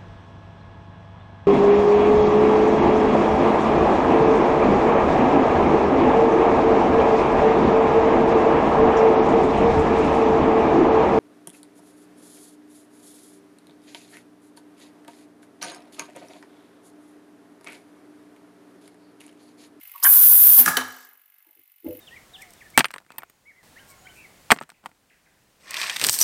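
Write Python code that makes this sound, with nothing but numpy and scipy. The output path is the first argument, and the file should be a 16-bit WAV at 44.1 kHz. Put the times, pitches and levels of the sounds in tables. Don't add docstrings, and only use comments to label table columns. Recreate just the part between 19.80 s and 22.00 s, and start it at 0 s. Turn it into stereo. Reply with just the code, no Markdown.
import sys
import numpy as np
from scipy import signal
from scipy.fft import rfft, irfft
from scipy.io import wavfile

SR = 44100
rng = np.random.default_rng(int(sys.argv[2]) if len(sys.argv) > 2 else 0)


def invert_db(x):
    u = np.asarray(x, float) / 20
    return 10 ** u


def put_to_file(sound):
    columns = np.atleast_2d(sound).T
    safe = np.clip(columns, -1, 1)
    whole_steps = np.round(safe * 32767)
    wavfile.write(sys.argv[1], SR, whole_steps.astype(np.int16))


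N = 97020
T = np.arange(N) / SR


def rms_one(x):
    return x / np.sqrt(np.mean(x ** 2) + 1e-20)


def in_time(rows):
    s, db = np.transpose(rows)
    return invert_db(np.interp(T, s, db))


def at_hz(points, hz):
    f, value = np.array(points)[:, 0], np.array(points)[:, 1]
    return np.interp(np.log(hz + 1), np.log(f), value)


def drift(rate):
    step = 40
    r = np.exp(-2 * np.pi * rate * step / SR)
    noise = rng.standard_normal(N // step + 2002)
    slow = signal.lfilter([1], [1, -2 * r, r * r], noise)[2000:]
    return np.interp(np.arange(N) / step, np.arange(len(slow)), rms_one(slow))


def coloured(spectrum):
    gain = invert_db(at_hz(spectrum, np.fft.rfftfreq(N, 1 / SR)))
    return rms_one(irfft(rfft(rng.standard_normal(N)) * gain, N))


def swell(s, length):
    u = np.maximum(T - s, 0) / (.5 * length)
    return u * np.exp(1 - u)


def ring(x, hz, t60):
    r, w = invert_db(-60 / (t60 * SR)), 2 * np.pi * hz / SR
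    return signal.lfilter([.5, 0, -.5], [1, -2 * r * np.cos(w), r * r], x + 1e-18)


def noise_ring(hz, t60):
    return rms_one(ring(rng.standard_normal(N), hz, t60))


def struck(modes, hits, thud_db, reach_db=22, rattle=1):
    shapes = np.array([swell(h[0], h[2]) for h in hits])
    strength, length, favoured = np.array([h[1:4] for h in hits]).T
    out = np.zeros(N)
    for db, hz, shape in zip(strength, favoured, shapes):
        blur_s = 2.85 / hz
        knock = rms_one(ring(ring(rng.standard_normal(N), hz, blur_s), hz, blur_s))
        out += invert_db(db + thud_db) * shape * knock
    for hz, db, t60 in modes:
        loss_db = reach_db * np.log2(hz / favoured) ** 2
        force = (invert_db(strength - loss_db) / (length * SR)) @ shapes
        tone = np.sin(2 * np.pi * hz * T + 1.65 * rattle * drift(43))
        grain = noise_ring(hz, 6.8 / hz + 0.0074)
        out += invert_db(db) * ring(force * (tone + rattle * grain), hz, t60)
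    return out


# (t/s, level/dB)
BACKGROUND = [
    (0, -47),
    (.2, -45.5),
    (.8, -49),
    (1.1, -52),
    (1.43, -60),
    (2.03, -60),
    (2.075, -49.5),
    (2.2, -49.5),
]
# (f/Hz, level/dB per Hz)
WHIRR_COLOUR = [(59, -62.5), (100, -31.5), (415, -32), (801, -12), (1150, -12.5), (2080, -4.5), (8110, -18),
                (11000, -3.5), (13500, -4), (15300, -7.5), (16000, -27)]
# (f/Hz, level/dB per Hz)
PUFF_COLOUR = [(6000, -28), (9000, -15), (11000, -13), (13500, 3.5), (15200, 4), (16000, -16)]
# (f/Hz, level/dB, t60/s)
CASING = [(2108, -15.5, 0.04), (2630, -18, 0.011), (2970, -20, 0.075), (3260, -30.5, 0.016),
          (7940, -32, 0.0114)]
# (t/s, level/dB)
HUM = [(0, -83), (.08, -72.5), (.16, -93), (.3, -67), (.9, -61), (.96, -69), (.99, -50.5), (1.1, -62),
       (1.18, -94.5), (1.77, -101), (1.8, -76), (1.86, -104), (2.03, -94), (2.08, -44), (2.2, -61.5)]


def pump():
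    turn_s, first_puff_s, puff_s = .04191, .0315, .0036
    weak_puff_db, weak_tick_db, scatter_db = -5.5, 5, 1.0
    tail_s, tail_db = 0.0073, -2
    hum_hz = 101.7
    puffs, knocks = np.zeros(N), np.zeros(N)
    count = int(2 * N / SR / turn_s) + 2
    for k, (puff_luck, late, tick_luck) in enumerate(rng.standard_normal((count, 3))):
        shape = swell(first_puff_s + (k - 2) * turn_s / 2 + 0.00013 * late, puff_s)
        puffs += invert_db(weak_puff_db * (k % 2) + scatter_db * puff_luck) * shape
        knocks += invert_db(weak_tick_db * (k % 2) + scatter_db * tick_luck) * shape ** 2
    fade = np.exp(-1 / (tail_s * SR))
    puffs = puffs + invert_db(tail_db) * signal.lfilter([1 - fade], [1, -fade], puffs)
    ticks = np.zeros(N)
    for hz, db, t60 in CASING:
        tone = knocks * np.sin(2 * np.pi * hz * T + drift(40))
        scrape = (knocks + .25) * 3 * rng.standard_normal(N)
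        ticks += invert_db(db) * rms_one(ring(tone + scrape, hz, t60))
    whirr = invert_db(-7 + 1.5 * drift(60)) * coloured(WHIRR_COLOUR)
    hum = np.sin(2 * np.pi * hum_hz * T) * invert_db(2.5 * drift(12)) * in_time(HUM)
    return in_time(BACKGROUND) * (rms_one(puffs) * coloured(PUFF_COLOUR) + ticks + whirr) + hum


# (f/Hz, level/dB, t60/s)
PILOT = [(960, -6, 0.045), (1095, 9, 0.0083)]
# (t/s, level/dB, length/s, favoured f/Hz)
PILOT_HITS = [
    (0.14, -39.5, 0.0034, 1050),
    (0.148, -29.5, .006, 1095),
    (.155, -28.5, 0.0069, 1095),
    (.172, -42.5, .015, 1020),
    (.192, -41, 0.0069, 1000),
]


def pilot_valve():
    return struck(PILOT, PILOT_HITS, -30, reach_db=70, rattle=.3)


# (t/s, level/dB)
JET = [
    (.218, -60),
    (.228, -30),
    (.237, -15),
    (.246, -15.5),
    (.262, -10),
    (.813, -9.7),
    (.826, -17),
    (.845, -28),
    (.95, -58),
    (1.1, -95),
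]
# (f/Hz, level/dB per Hz)
JET_COLOUR = [(1470, -71), (2500, -38.5), (3180, -23.5), (4580, -36.5), (6500, -20.5), (7420, -19.5),
              (13000, 8), (14900, 8), (15700, -1.5), (16000, -18.5)]
# (f/Hz, level/dB per Hz)
FLUTTER_COLOUR = [(18, -53.5), (30, -34), (93, -15), (624, -8), (697, 1.5), (809, -2.5), (1050, 0.5),
                  (1520, 5), (2500, -28.5), (3250, -63), (5500, -120)]
# (f/Hz, level/dB, t60/s)
FRAME = [(1044, -39, 0.075), (1400, -43, 0.021), (1480, -39, .08), (1687, -43, 0.027)]
# (f/Hz, level/dB, t60/s)
NOZZLE = [(9800, -19, 0.0047), (11040, -17, 0.0092), (13190, -11, 0.0059), (14515, -13, 0.0031)]


def jet():
    flow = in_time(JET) * (T > JET[0][0])
    hiss = invert_db(.5 * drift(25)) * coloured(JET_COLOUR)
    flutter = invert_db(-34.5 + 2.0 * drift(2.7)) * coloured(FLUTTER_COLOUR)
    frame = sum(invert_db(db) * noise_ring(hz, t60) for hz, db, t60 in FRAME)
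    nozzle = sum(invert_db(db + 4 * drift(12)) * noise_ring(hz, t60) for hz, db, t60 in NOZZLE)
    return flow * (hiss + flutter + frame + nozzle)


# (t/s, level/dB)
SIDE_HISS = [
    (.22, -47),
    (.26, -26),
    (.3, -38),
    (.35, -76),
    (.45, -61),
    (.5, -36.5),
    (.68, -40.5),
    (.73, -63),
    (.88, -62.5),
]
# (f/Hz, level/dB per Hz)
SIDE_COLOUR = [(3500, -56.5), (4500, 1.5), (7500, 5), (11000, 3.5), (15000, -5)]


def side_hiss():
    blowing = (T > SIDE_HISS[0][0]) * (T < 1.04)
    return in_time(SIDE_HISS) * blowing * coloured(SIDE_COLOUR)


# (t/s, level/dB)
EXHAUST = [
    (.225, -68),
    (.24, -40),
    (.28, -61),
    (.33, -36.5),
    (.6, -41),
    (.8, -33.5),
    (.85, -43),
    (1.0, -46.5),
    (1.25, -52.5),
    (1.4, -100),
]
# (f/Hz, level/dB per Hz)
EXHAUST_COLOUR = [(2400, -33.5), (3200, -4.5), (5000, 0), (8000, -2), (10000, -14), (16000, -33.5)]


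def exhaust():
    return in_time(EXHAUST) * (T > JET[0][0]) * coloured(EXHAUST_COLOUR)


# (f/Hz, level/dB, t60/s)
VALVE = [(738, -18.5, 0.31), (980, -6.5, 0.059), (1095, -3, 0.023), (1478, 0, 0.0087), (1610, -5.5, 0.032),
         (1770, -11.5, 0.026), (1843, -9, 0.016), (3028, -0.5, 0.012), (5030, -3, 0.01),
         (5590, -17, 0.03295)]
# (t/s, level/dB, length/s, favoured f/Hz)
VALVE_HITS = [(0.2263, -24.5, 0.0031, 959), (.227, -11, 0.0053, 5093), (0.235, 3, 0.0025, 9870),
              (0.2392, 6, 0.0046, 9800), (0.234, -17.5, 0.0026, 980), (0.2462, -9.5, 0.0019, 1500),
              (0.2518, -8, 0.0018, 1592), (0.2519, -18, 0.00079, 3000), (0.2546, -9.5, 0.00097, 1635),
              (0.2602, -8.5, 0.0059, 1677), (0.264, -11.5, 0.0065, 1542), (0.271, -18, 0.034, 1482)]


def valve():
    return struck(VALVE, VALVE_HITS, -19.5)


# (f/Hz, level/dB, t60/s)
HEAD = [(182.3, -8.5, 0.24), (260, -6.5, 0.25), (380.4, -4.5, 0.073), (727, -3, 0.035), (922.4, -13, 0.038),
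        (1073, -12, 0.033), (1247, -4.5, 0.036), (1417.4, 0, 0.025), (1599, -3, 0.046), (1715, -7, 0.041),
        (1877, -7.5, 0.04), (3020, 3, 0.009), (3922, -6.5, 0.004), (5830, 0.5, 0.024)]
# (t/s, level/dB, length/s, favoured f/Hz, air burst level/dB)
HEAD_HITS = [(.772, -32, 0.057, 260, -41), (.773, -25, 0.03, 787, -51.5), (0.777, -29, 0.063, 1670, -44.5),
             (0.8526, -38, 0.0075, 4000, -23.5), (0.8591, -16, 0.0025, 1520, -11.5),
             (0.859, -18, 0.0025, 6200, -43.5), (0.861, -26.5, 0.0023, 1270, -21),
             (0.867, -24, 0.011, 265, -37.5), (0.863, -21.5, 0.036, 800, -22),
             (0.877, -16.5, 0.00052, 1080, -31), (0.8779, -12, 0.00097, 1400, -23.5),
             (.879, -26.5, .004, 500, -45), (0.882, -16, 0.001, 1725, -16),
             (0.8849, -24.5, 0.0036, 1620, -16.5), (0.882, -23, 0.0022, 6340, -38),
             (0.891, -36, 0.021, 107, -41), (0.9686, -7.5, 0.0036, 3600, -13.5),
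             (0.9687, -16, 0.0016, 1774, -28.5), (0.973, -16.5, 0.0035, 900, -28),
             (0.969, -20, 0.012, 440, -35), (0.977, -17.5, 0.014, 1400, -34.5), (1.004, -24, .02, 900, -44),
             (1.01, -35, .004, 1600, -48)]
# (f/Hz, level/dB per Hz)
BURST_COLOUR = [(800, -37.5), (2000, -9), (4000, -15.5), (8000, -9.5), (11000, -5.5), (14000, -8),
                (16000, -2.5)]
# (f/Hz, level/dB, t60/s)
PLATE = [(171.5, -51, .5), (254.9, -52, .5), (1296, -59.5, 0.34), (1648.3, -59, 0.99), (1675.6, -54, 0.82),
         (1730, -59, 0.63)]


def head():
    bursts = sum(invert_db(h[4]) * swell(h[0], h[2]) for h in HEAD_HITS)
    clacks = struck(HEAD, HEAD_HITS, -9.5) + bursts * coloured(BURST_COLOUR)
    plate = sum(invert_db(db) * ring(clacks, hz, t60) for hz, db, t60 in PLATE)
    return clacks + plate


# (f/Hz, level/dB, t60/s)
TABLE = [(98, -11.5, 0.095), (271, -2, 0.0705), (330, 7, 0.039), (403.7, -5, 0.0718), (500, 4.5, 0.086),
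         (601.3, -1, 0.069), (700, -10, 0.032), (860, 4.5, 0.04)]
# (t/s, level/dB, length/s, favoured f/Hz)
JAR_HITS = [(1.642, -55, .04, 846), (1.665, -52, 0.016, 330), (1.68, -56.5, 0.046, 700),
            (1.76, -52, 0.022, 340), (1.783, -57, 0.013, 330), (2.029, -54, 0.0074, 335),
            (2.043, -29, 0.005, 330), (2.048, -38.5, 0.016, 860), (2.053, -26.5, 0.0019, 330),
            (2.063, -21.5, 0.0025, 319), (2.064, -23.5, 0.031, 98), (2.074, -29, 0.0059, 560),
            (2.088, -24.5, 0.0045, 373), (2.098, -35, 0.006, 393.6), (2.104, -34.5, 0.0075, 540),
            (2.118, -31.5, .012, 470), (2.147, -36.5, 0.0025, 284), (2.155, -42, 0.018, 500),
            (2.171, -49, 0.0067, 330), (2.182, -46, 0.012, 500)]


def jar():
    return struck(TABLE, JAR_HITS, -22, reach_db=70, rattle=.3)


# (f/Hz, t60/s)
ROOM = [(100, 0.39), (400, 0.71), (1500, 0.88), (3000, 0.53), (8000, 0.6), (15000, 0.1)]


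def room(x):
    t, tail = np.arange(SR) / SR, np.zeros(SR)
    edges = 60 * 2 ** np.arange(0, 8.6, .5)
    for low, high in zip(edges, edges[1:]):
        sos = signal.butter(2, [low, high], "band", fs=SR, output="sos")
        band = signal.sosfilt(sos, rng.standard_normal(SR))
        t60 = at_hz(ROOM, np.sqrt(low * high))
        tail += band * invert_db(-60 * t / t60) * (t > .006)
    return signal.fftconvolve(x, tail / np.sqrt(np.sum(tail ** 2)))[:N]


# (t/s, level/dB)
CLOSING = [
    (0, -1),
    (1.019, 0),
    (1.023, -3),
    (1.2, -5.5),
    (1.3, -6.5),
    (1.45, -11.5),
    (1.6, 0),
]


def scene():
    valves, air, clacks, bumps = pilot_valve() + valve(), jet() + exhaust(), head(), jar()
    background = in_time(BACKGROUND)
    jar_send = bumps * background / invert_db(BACKGROUND[-1][1])
    wet = room(invert_db(-10) * clacks + invert_db(-22) * valves + invert_db(-15.5) * jar_send + invert_db(-14) * air)
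    mid = in_time(CLOSING) * (air + clacks + valves + wet) + bumps + pump()
    side = side_hiss()
    return np.array([mid + side, mid - side])


def roll_off(x):
    return signal.sosfilt(signal.butter(12, 16300, fs=SR, output="sos"), x)


def record(dry):
    low_hz, cutoff_hz, ceiling = 45, 16450, 1.25
    x = signal.sosfilt(signal.butter(2, low_hz, "high", fs=SR, output="sos"), dry)
    x = ceiling * np.tanh(x / ceiling)
    x = signal.sosfilt(signal.cheby2(14, 70, cutoff_hz, fs=SR, output="sos"), x)
    return roll_off(np.clip(x, -1, 1))


dry = scene()
out = record(dry)
put_to_file(out)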